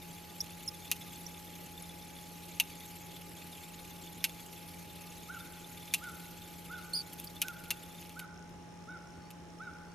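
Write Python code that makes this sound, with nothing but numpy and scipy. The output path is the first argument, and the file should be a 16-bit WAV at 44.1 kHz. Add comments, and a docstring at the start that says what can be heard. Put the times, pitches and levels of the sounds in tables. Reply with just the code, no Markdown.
"""Cranked spinning reel on a moored boat

Gear noise swells with each rotor turn until cranking stops; noise blows ring the reel as the spool clacks at
the end of its stroke, parts tick and a last soft scrape rattles; swept harmonic tones make the line squeak.
Steady sines make the hull's pump motor hum, with two sidebands, and two high electronic whines; pulsed noise
is a faint insect, patchy noise the rumble and air. A hoarse harmonic voice is a far crow, echoed by the
wooded shore; a sliding sine is a small bird."""
import sys
import numpy as np
from scipy import signal
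from scipy.fft import rfft, irfft, next_fast_len
from scipy.io import wavfile
from scipy.ndimage import uniform_filter1d, map_coordinates

SR = 44100
rng = np.random.default_rng(int(sys.argv[2]) if len(sys.argv) > 2 else 0)


def undo_db(level):
    """Turn decibels back into plain size, where 20 dB means ten times bigger."""
    steps = np.asarray(level, float) / 20
    return 10 ** steps


def transcribe(u):
    """Save the signal u as a 16-bit wav file named by the first command-line argument.

    u: samples, shape (n,) or (channels, n), limited to [-1, 1]; the rate is SR.
    q: integer samples, one column per channel.
    """
    v = np.clip(np.atleast_2d(u).T, -1, 1)
    q = np.round(v * 32767).astype(np.int16)
    wavfile.write(sys.argv[1], SR, q)


N = 438354
T = np.arange(N) / SR


def unit(x):
    """Scaled to rms 1."""
    return x / np.sqrt(np.mean(x ** 2) + 1e-20)


def along(points, hz):
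    """Interpolates (hz, value) points on a log frequency axis."""
    point_hz, value = np.transpose(points)
    return np.interp(np.log(hz + 1), np.log(point_hz + 1), value)


def wobble(rate_hz):
    """Smooth random curve with rate_hz knots a second."""
    knots = rng.standard_normal(int(N * rate_hz / SR) + 4)
    return map_coordinates(knots, [T * rate_hz])


def filtered(x, response):
    """x times a complex response of frequency."""
    size = next_fast_len(x.shape[-1] + 8192)
    spectrum = rfft(x, size) * response(np.fft.rfftfreq(size, 1 / SR))
    return irfft(spectrum, size)[..., :x.shape[-1]]


def resonance(f, hz, width_hz):
    """One causal resonance of gain 1."""
    return 1j * f * width_hz / (hz * hz - f * f + 1j * f * width_hz)


def modes(f, table):
    """Causal sum of (hz, width_hz, gain_db) resonances with alternating signs."""
    return sum((-1) ** k * undo_db(db) * resonance(f, hz, width_hz) for k, (hz, width_hz, db) in enumerate(table))


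def ports(x, lead_s):
    """Stereo pair of a sound from one side: the left microphone leads by lead_s."""
    side = np.array([[1], [-1]])
    return filtered(x, lambda f: np.exp(1j * np.pi * f * lead_s * side))


def rush(gain, alike, patchy_db):
    """Stereo noise of rms 1 with time-frequency patches of random gain."""
    z = signal.stft(rng.standard_normal((2, N)), nperseg=256)[2]
    field = uniform_filter1d(rng.standard_normal(z.shape[1:]), size=3, axis=0)
    field = uniform_filter1d(field, size=5, axis=1)
    pair = signal.istft(z * undo_db(patchy_db * unit(field)), nperseg=256)[1][:, :N]

    def mid_side_gain(f):
        turn = np.arccos(np.clip(along(alike, f), -1, 1)) / 2
        return gain(f) * np.array([np.cos(turn), np.sin(turn)])

    mid, side = filtered(pair, mid_side_gain)
    return unit(np.array([mid + side, mid - side]))


def echo(x, t60s, length_s):
    """Diffuse stereo tail; each frequency decays at its own speed."""
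    hz, t, z = signal.stft(rng.standard_normal((2, round(length_s * SR))), SR, nperseg=128)
    decay = undo_db(-60 * t / along(t60s, hz)[:, None])
    tail = signal.istft(z * decay, SR, nperseg=128)[1]
    return signal.fftconvolve(x[None], tail / np.linalg.norm(tail[0]), axes=1)


def add(out, start_s, x):
    """Mixes x into out from start_s on."""
    part = out[..., round(start_s * SR):][..., :x.shape[-1]]
    part += x[..., :part.shape[-1]]


# reel body resonances: (pitch_hz, width_hz, gain_db)
REEL_BODY = [(2253, 630, -1), (3440, 1770, -2), (4500, 1580, -3.5), (6420, 1200, -7.5), (8060, 2900, -10.5),
             (10230, 1800, -7), (12300, 1200, -5), (14280, 500, -14)]


def body(f):
    """The reel's resonances; so small a thing radiates no bass."""
    return modes(f, REEL_BODY) * (1j * f / (1200 + 1j * f)) ** 2


# gear wheel ringing: (pitch_hz, relative_level_db)
GEAR_MODES = [(2580, -16), (3490, -2), (4400, -9), (6650, -0.5), (7600, -3), (10700, 1), (12400, -7)]


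def pings(load_db, count):
    """Single teeth catch, louder under load, and each briefly rings one gear mode."""
    luck, t = rng.random((count, 4)), np.arange(SR // 40) / SR
    hz, db = np.array(GEAR_MODES)[(luck[:, 0] * len(GEAR_MODES)).astype(int)].T
    at = (luck[:, 1] * N).astype(int)
    size = undo_db(db + 1.1 * load_db[at] - 1.8 * np.log(luck[:, 2]))
    detuned_hz = hz * (1 + 0.075 * (luck[:, 3] - .5))
    ring = np.sin(2 * np.pi * detuned_hz[:, None] * t)
    ring *= undo_db(-60 * t * hz[:, None] / 130)  # 60 dB in 130 cycles
    ring *= 1 - np.exp(-t / 0.00024)
    samples = at[:, None] + np.arange(len(t))
    out = np.bincount(samples.ravel(), (size[:, None] * ring).ravel())
    return unit(out[:N])


# rotor, speeding up and slowing with the hand: (time_s, turns_made)
ROTOR_TURNS = [(0.0, 0.5), (1.2, 22.29), (1.6, 29.8), (2.6, 47.99), (3.0, 55.7), (3.4, 63.59), (3.8, 71.07),
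               (4.4, 81.92), (4.6, 85.37), (5.6, 103.7), (6.2, 114.99), (6.6, 122.11), (6.8, 125.2),
               (7.4, 135.7), (8.4, 152.61)]
# gear whirr, easing off until the hand stops: (time_s, level_db)
WHIRR_LEVEL = [(0.0, -54), (1.3, -52.5), (2.1, -54), (2.6, -53), (5.5, -54), (6.0, -52.5), (6.8, -55.5),
               (8.04, -56), (8.23, -61.5), (8.3, -87)]


def gears():
    """The mesh grinds hardest at one spot of each rotor turn and a little at the opposite one."""
    angle = 2 * np.pi * np.interp(T, *np.transpose(ROTOR_TURNS))
    load_db = (1.35 + .5 * wobble(6.46)) * np.cos(angle)
    load_db += (1.5 + .5 * wobble(6.7)) * np.cos(2 * angle)
    load_db += 0.82 * wobble(30)

    def grind_gain(f):
        tilt = undo_db(0.36 * np.log2(f / 4000 + .01))
        return abs(body(f)) * tilt / (1 + (f / 15100) ** 90)

    alike = [(2500, 1.0), (7000, 0.82), (14000, 0.6)]  # (hz, left-right likeness)
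    grind = rush(grind_gain, alike, patchy_db=3.0)
    teeth = ports(pings(load_db, count=1500), 6e-6)
    time_s, level_db = np.transpose(WHIRR_LEVEL)
    level = undo_db(np.interp(T, time_s, level_db, right=-120))
    return level * unit(undo_db(load_db) * grind + undo_db(-5.5) * teeth)


# pump motor tones: (pitch_hz, level_db, waver_db)
PUMP_TONES = [(33.5, -86, 1), (86.4, -66.5, 3), (171.4, -55, 1.5), (263.7, -70.5, 3), (293, -69.5, 2.5),
              (346.4, -69, -1.5), (839, -58.5, .5), (1208, -78.5, 5)]


def pump():
    """Motor tones wavering slightly in level and phase, a little out of step at the two microphones."""
    out = np.zeros((2, N))
    for hz, level_db, waver_db in PUMP_TONES:
        level = undo_db(level_db + waver_db * wobble(25))
        phase = 2 * np.pi * hz * T + 0.22 * waver_db * wobble(8) + [[.3], [-.3]]
        out += np.sqrt(2) * level * np.sin(phase)
    return out


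# two sidebands of the 839 Hz motor tone, then two high electronic whines: pitch_hz
THIN_TONES_HZ = [769, 909, 6659, 9076]


def thin_tones():
    """Thin steady tones: two sidebands of the 839 Hz motor tone, two high electronic whines."""
    levels_db = [-79.5, -75.5, -84, -84.5]
    return np.sqrt(2) * sum(undo_db(db) * np.sin(2 * np.pi * hz * T) for hz, db in zip(THIN_TONES_HZ, levels_db))


def insect():
    """A band of buzz pulsed about sixty times a second, unevenly, strongest at its lower edge."""
    at = np.arange(0, N, SR / 60.3).astype(int)
    clicks = np.zeros(N)
    clicks[at] = undo_db(3 * rng.standard_normal(len(at)) + 1.1 * wobble(3.5)[at])
    pulses = 0.24 + signal.fftconvolve(clicks, np.hanning(160))[:N]
    bursts = pulses * rng.standard_normal((2, N))
    bursts += 0.71 * bursts.mean(axis=0)

    def band(f):
        return (1 + 2.0 * abs(resonance(f, 5300, 250))) / (1 + ((f - 5950) / 900) ** 8)

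    return undo_db(-68.0) * unit(filtered(bursts, band))


# hull rumble and far air: (pitch_hz, relative_density_db_per_hz)
AIR_SPECTRUM = [(15, -51), (30, -7), (48, -15.5), (70, -3), (120, -7), (217, -8.5), (363, -7.5), (714, -15),
                (988, -18), (1520, -19.5), (2600, -23), (4740, -29.5), (7310, -31.5), (10500, -35),
                (13000, -42), (15200, -41), (15300, -90)]
# the same: (pitch_hz, left_right_likeness)
AIR_ALIKE = [(60, 0.79), (150, 0.89), (300, 0.41), (700, 0.29), (1400, 0.32), (5000, 0.16)]


def rumble_and_air():
    """Hull rumble and far air as one shaped, patchy stereo noise."""
    return undo_db(-54.5) * rush(lambda f: undo_db(along(AIR_SPECTRUM, f)), AIR_ALIKE, patchy_db=1.0)


# deck answer: (pitch_hz, t60_s)
DECK_T60 = [(1000, 0.38), (3000, 0.24), (12000, 0.013)]


def deck(x, length_s):
    """The deck answers with a short diffuse tail, cut to the length of x."""
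    return echo(x, DECK_T60, length_s)[:, :len(x)]


# short line squeaks: (start_s, length_s, first_pitch_hz, last_pitch_hz, level_db)
SHORT_SQUEAKS = [(0.4044, .013, 4960, 5850, -31.5), (.6765, .018, 5600, 5100, -36),
                 (1.264, .009, 5730, 5860, -41), (7.2705, 0.011, 5150, 4550, -45)]
# one long squeal of the line: (time_s, pitch_hz, level_db)
LONG_SQUEAL = [(6.931, 5300, -50.5), (6.935, 4350, -30), (6.944, 4320, -38.5), (6.947, 4600, -33),
               (6.957, 5020, -35), (6.97, 4780, -34), (6.986, 4670, -40), (6.99, 4580, -34),
               (6.996, 4730, -42), (7.004, 4500, -40), (7.022, 4550, -58)]
SLIP_SHARE, FADE_DB = 0.55, 18  # share of a short squeak at full strength, fall over the rest
OCTAVE_DB, FLUTTER_DB = -11.5, 1.6


def squeaks():
    """Stick-slip of the line: a rough, fluttering tone with its octave and twelfth."""
    out = np.zeros((2, N))
    curves = []
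    for start_s, length_s, first_hz, last_hz, db in SHORT_SQUEAKS:
        slip_end = (start_s + SLIP_SHARE * length_s, last_hz, db)
        curves.append([(start_s, first_hz, db), slip_end, (start_s + length_s, last_hz, db - FADE_DB)])
    for rows in curves + [LONG_SQUEAL]:
        time_s, pitch_hz, level_db = np.transpose(rows)
        t = np.arange(time_s[0], time_s[-1], 1 / SR)
        hz, db = np.interp(t, time_s, pitch_hz), np.interp(t, time_s, level_db)
        rough_hz = hz * (1 + 0.014 * wobble(920)[:len(t)])
        phase = 2 * np.pi * np.cumsum(rough_hz) / SR
        overtones = np.sin(2 * phase) + undo_db(-10.5) * np.sin(3 * phase)
        tone = np.sin(phase) + undo_db(OCTAVE_DB + 3 * wobble(180)[:len(t)]) * overtones
        level = undo_db(db + FLUTTER_DB * wobble(260)[:len(t)])
        x = np.sqrt(2) * tone * level * signal.windows.tukey(len(t), .15)
        add(out, time_s[0], x * undo_db([[-1.5], [1.5]]) + undo_db(-6.5) * deck(x, 0.087))
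    return out


# spool and rod handle under a blow: (pitch_hz, width_hz, gain_db)
KNOCK_MODES = [(670, 68, -14.5), (908, 41, -11), (1280, 160, -12.5), (1533, 74, -15.5), (2500, 79, -4.5),
               (2718, 42, 7), (2870, 110, -1.5)]
# spool clacks at the end of its stroke; the last row is a soft, rattling scrape:
# (start_s, peak_db, rattle_db)
CLACKS_AND_SCRAPE = [(.9146, -11.5, -10.5), (2.599, -9, -8), (4.241, -12, 1), (5.9382, -12, -1.5),
                     (7.417, -13.5, -5), (7.7051, -17, 2), (8.192, -31.5, 14)]
CLACK_T60_S, CLACK_BRIGHT_DB_PER_OCTAVE = 0.056, 7
# small ticks, with the spool's rebound one rotor turn after the first and third clacks (0.9654 s, 4.2944 s):
# (start_s, peak_db, rattle_db, bright_db_per_octave)
PART_TICKS = [(.442, -37, -10, 9), (0.507, -38, -18, 2), (.9654, -37, -4, 11), (4.2944, -37, -2, 7),
              (4.527, -39, 6, 10), (4.686, -39, -8, 17), (7.0738, -40, -18, 16), (7.1324, -30, -12, 19),
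              (7.194, -37, -18, 18), (7.199, -25.5, -15, 19), (7.2408, -38, -18, 13),
              (7.2448, -28, -12, 26), (7.4833, -23, -22, 11.5), (7.638, -38, -6, 10), (8.02, -42, 4, -3),
              (8.05, -43, 4, -3), (8.094, -37, -8, 7), (8.3619, -52, -8, -5), (8.4935, -49, -6, 7),
              (9.3045, -40, 3, 9)]
TICK_T60_S = 0.055


def blows():
    """A sharp contact, a rebound, then a rattle, which outweighs the contact in the scrape; body and deck ring."""
    out, t = np.zeros((2, N)), np.arange(SR // 8) / SR
    rows = [(*clack, CLACK_BRIGHT_DB_PER_OCTAVE, CLACK_T60_S) for clack in CLACKS_AND_SCRAPE]
    rows += [(*tick, TICK_T60_S) for tick in PART_TICKS]
    for start_s, peak_db, rattle_db, bright_db, t60_s in rows:
        crack = undo_db(-60 * t / .005)
        rebound = 0.93 * np.exp(-((t - .008) / 0.002) ** 2)
        rattle = undo_db(rattle_db - 60 * t / t60_s) * (1 + rebound)

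        def ringing(f):
            tilt = ((1 + 1j * f / 3000) / (1 + 1j * f / 11000)) ** (bright_db / 6)
            return (body(f) + modes(f, KNOCK_MODES)) * tilt / (1 + 1j * f / 12000) ** 2

        x = filtered((crack + rattle) * rng.standard_normal(len(t)), ringing)
        loudest_rms = np.sqrt(uniform_filter1d(x ** 2, size=100).max())
        x *= undo_db(peak_db) / (2.8 * loudest_rms)  # the peak stands well over the loudest rms
        add(out, start_s, ports(x, 11e-6) + undo_db(-30) * deck(x, 0.046))
    return out


# caws: (start_s, length_s, top_pitch_hz, level_db, sink_at_top_db)
CROW_CAWS = [(5.28, 0.11, 778, -44, 5.5), (5.998, 0.12, 745, -46.5, 1), (6.683, 0.13, 754, -46, 0.5),
             (7.414, 0.12, 760, -47, 2), (8.149, .112, 767, -46.5, 6), (8.866, 0.12, 764, -46, 4),
             (9.589, 0.12, 765, -44.5, 9)]
# pitch arch of one caw: (length_share, pitch_over_top_pitch)
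CAW_ARCH = [(0, .8), (.1, .83), (.22, .94), (.33, .99), (.5, 1.0), (.7, .945), (.85, .875), (1, .82)]
# caw harmonics: (harmonic, relative_level_db)
CROW_HARMONICS = [(1, -26), (2, 0), (3, -21), (4, -34), (5, -26)]
# shore echo: (pitch_hz, t60_s)
SHORE_T60 = [(700, 0.5), (1250, 0.16), (1520, 1.73), (2200, 0.67), (4000, 0.34)]
BEAK_HZ, BEAK_WIDTH_HZ = 1465, 220  # the second harmonic crosses it going up and coming down
HOARSE_DB = .6  # level shake of a harmonic, times its number
PUSH_DB = 65  # the other harmonics lose this times the share by which the pitch is under its top


def crow():
    """An arched, hoarse caw carried by its second harmonic; the shore echoes it a little later."""
    out = np.zeros((2, N))
    for start_s, length_s, top_hz, level_db, sink_db in CROW_CAWS:
        u = np.linspace(0, 1, round(length_s * SR))
        n = len(u)
        hz = top_hz * np.interp(u, *np.transpose(CAW_ARCH))
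        phase = 2 * np.pi * np.cumsum(hz * (1 + 0.019 * wobble(147)[:n])) / SR
        sink = undo_db(-sink_db * np.exp(-((u - .5) / 0.16) ** 2))
        beak = abs(resonance(2 * hz, BEAK_HZ, BEAK_WIDTH_HZ)) * sink
        push = undo_db(-PUSH_DB * (1 - hz / top_hz))
        voice = np.zeros(n)
        for k, harmonic_db in CROW_HARMONICS:
            shaken = undo_db(harmonic_db + k * HOARSE_DB * wobble(81)[:n])
            voice += shaken * np.sin(k * phase) * (beak if k == 2 else push)
        level = undo_db(level_db + 1.7 * wobble(106)[:n])
        x = np.sqrt(2) * voice * level * signal.windows.tukey(n, .3)
        add(out, start_s, x * undo_db([[-1.2], [1.2]]))
        shore = echo(x, SHORE_T60, .9)
        shore = shore + 2.35 * shore.mean(axis=0)  # mostly from one bank
        add(out, start_s + 0.026, undo_db(-16) * shore)
    return out


# far small bird: (start_s, length_s, first_pitch_hz, last_pitch_hz, level_db)
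BIRD_WHISTLES = [(9.135, .17, 4380, 4500, -75), (9.871, .07, 4400, 4600, -76)]


def bird():
    """A faint wavering whistle that slides upward."""
    out = np.zeros(N)
    for start_s, length_s, first_hz, last_hz, level_db in BIRD_WHISTLES:
        n = round(length_s * SR)
        hz = np.linspace(first_hz, last_hz, n) + 15 * wobble(80)[:n]
        tone = np.sin(2 * np.pi * np.cumsum(hz) / SR)
        level = undo_db(level_db + 4 * wobble(70)[:n])
        add(out, start_s, np.sqrt(2) * level * tone * signal.windows.tukey(n, .4))
    return out


def scene():
    """All sources over the rumble and air."""
    steady = gears() + pump() + thin_tones() + insect() + rumble_and_air()
    return steady + squeaks() + blows() + crow() + bird()


def low_pass(x):
    """Removes everything above the highest recorded frequency."""
    return signal.sosfilt(signal.butter(12, 16480, fs=SR, output="sos"), x)


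def record(dry):
    """The very top is cut off steeply."""
    mix = filtered(dry, lambda f: 1 / (1 + (f / 16200) ** 40))
    return low_pass(mix)


dry = scene()
out = record(dry)
transcribe(out)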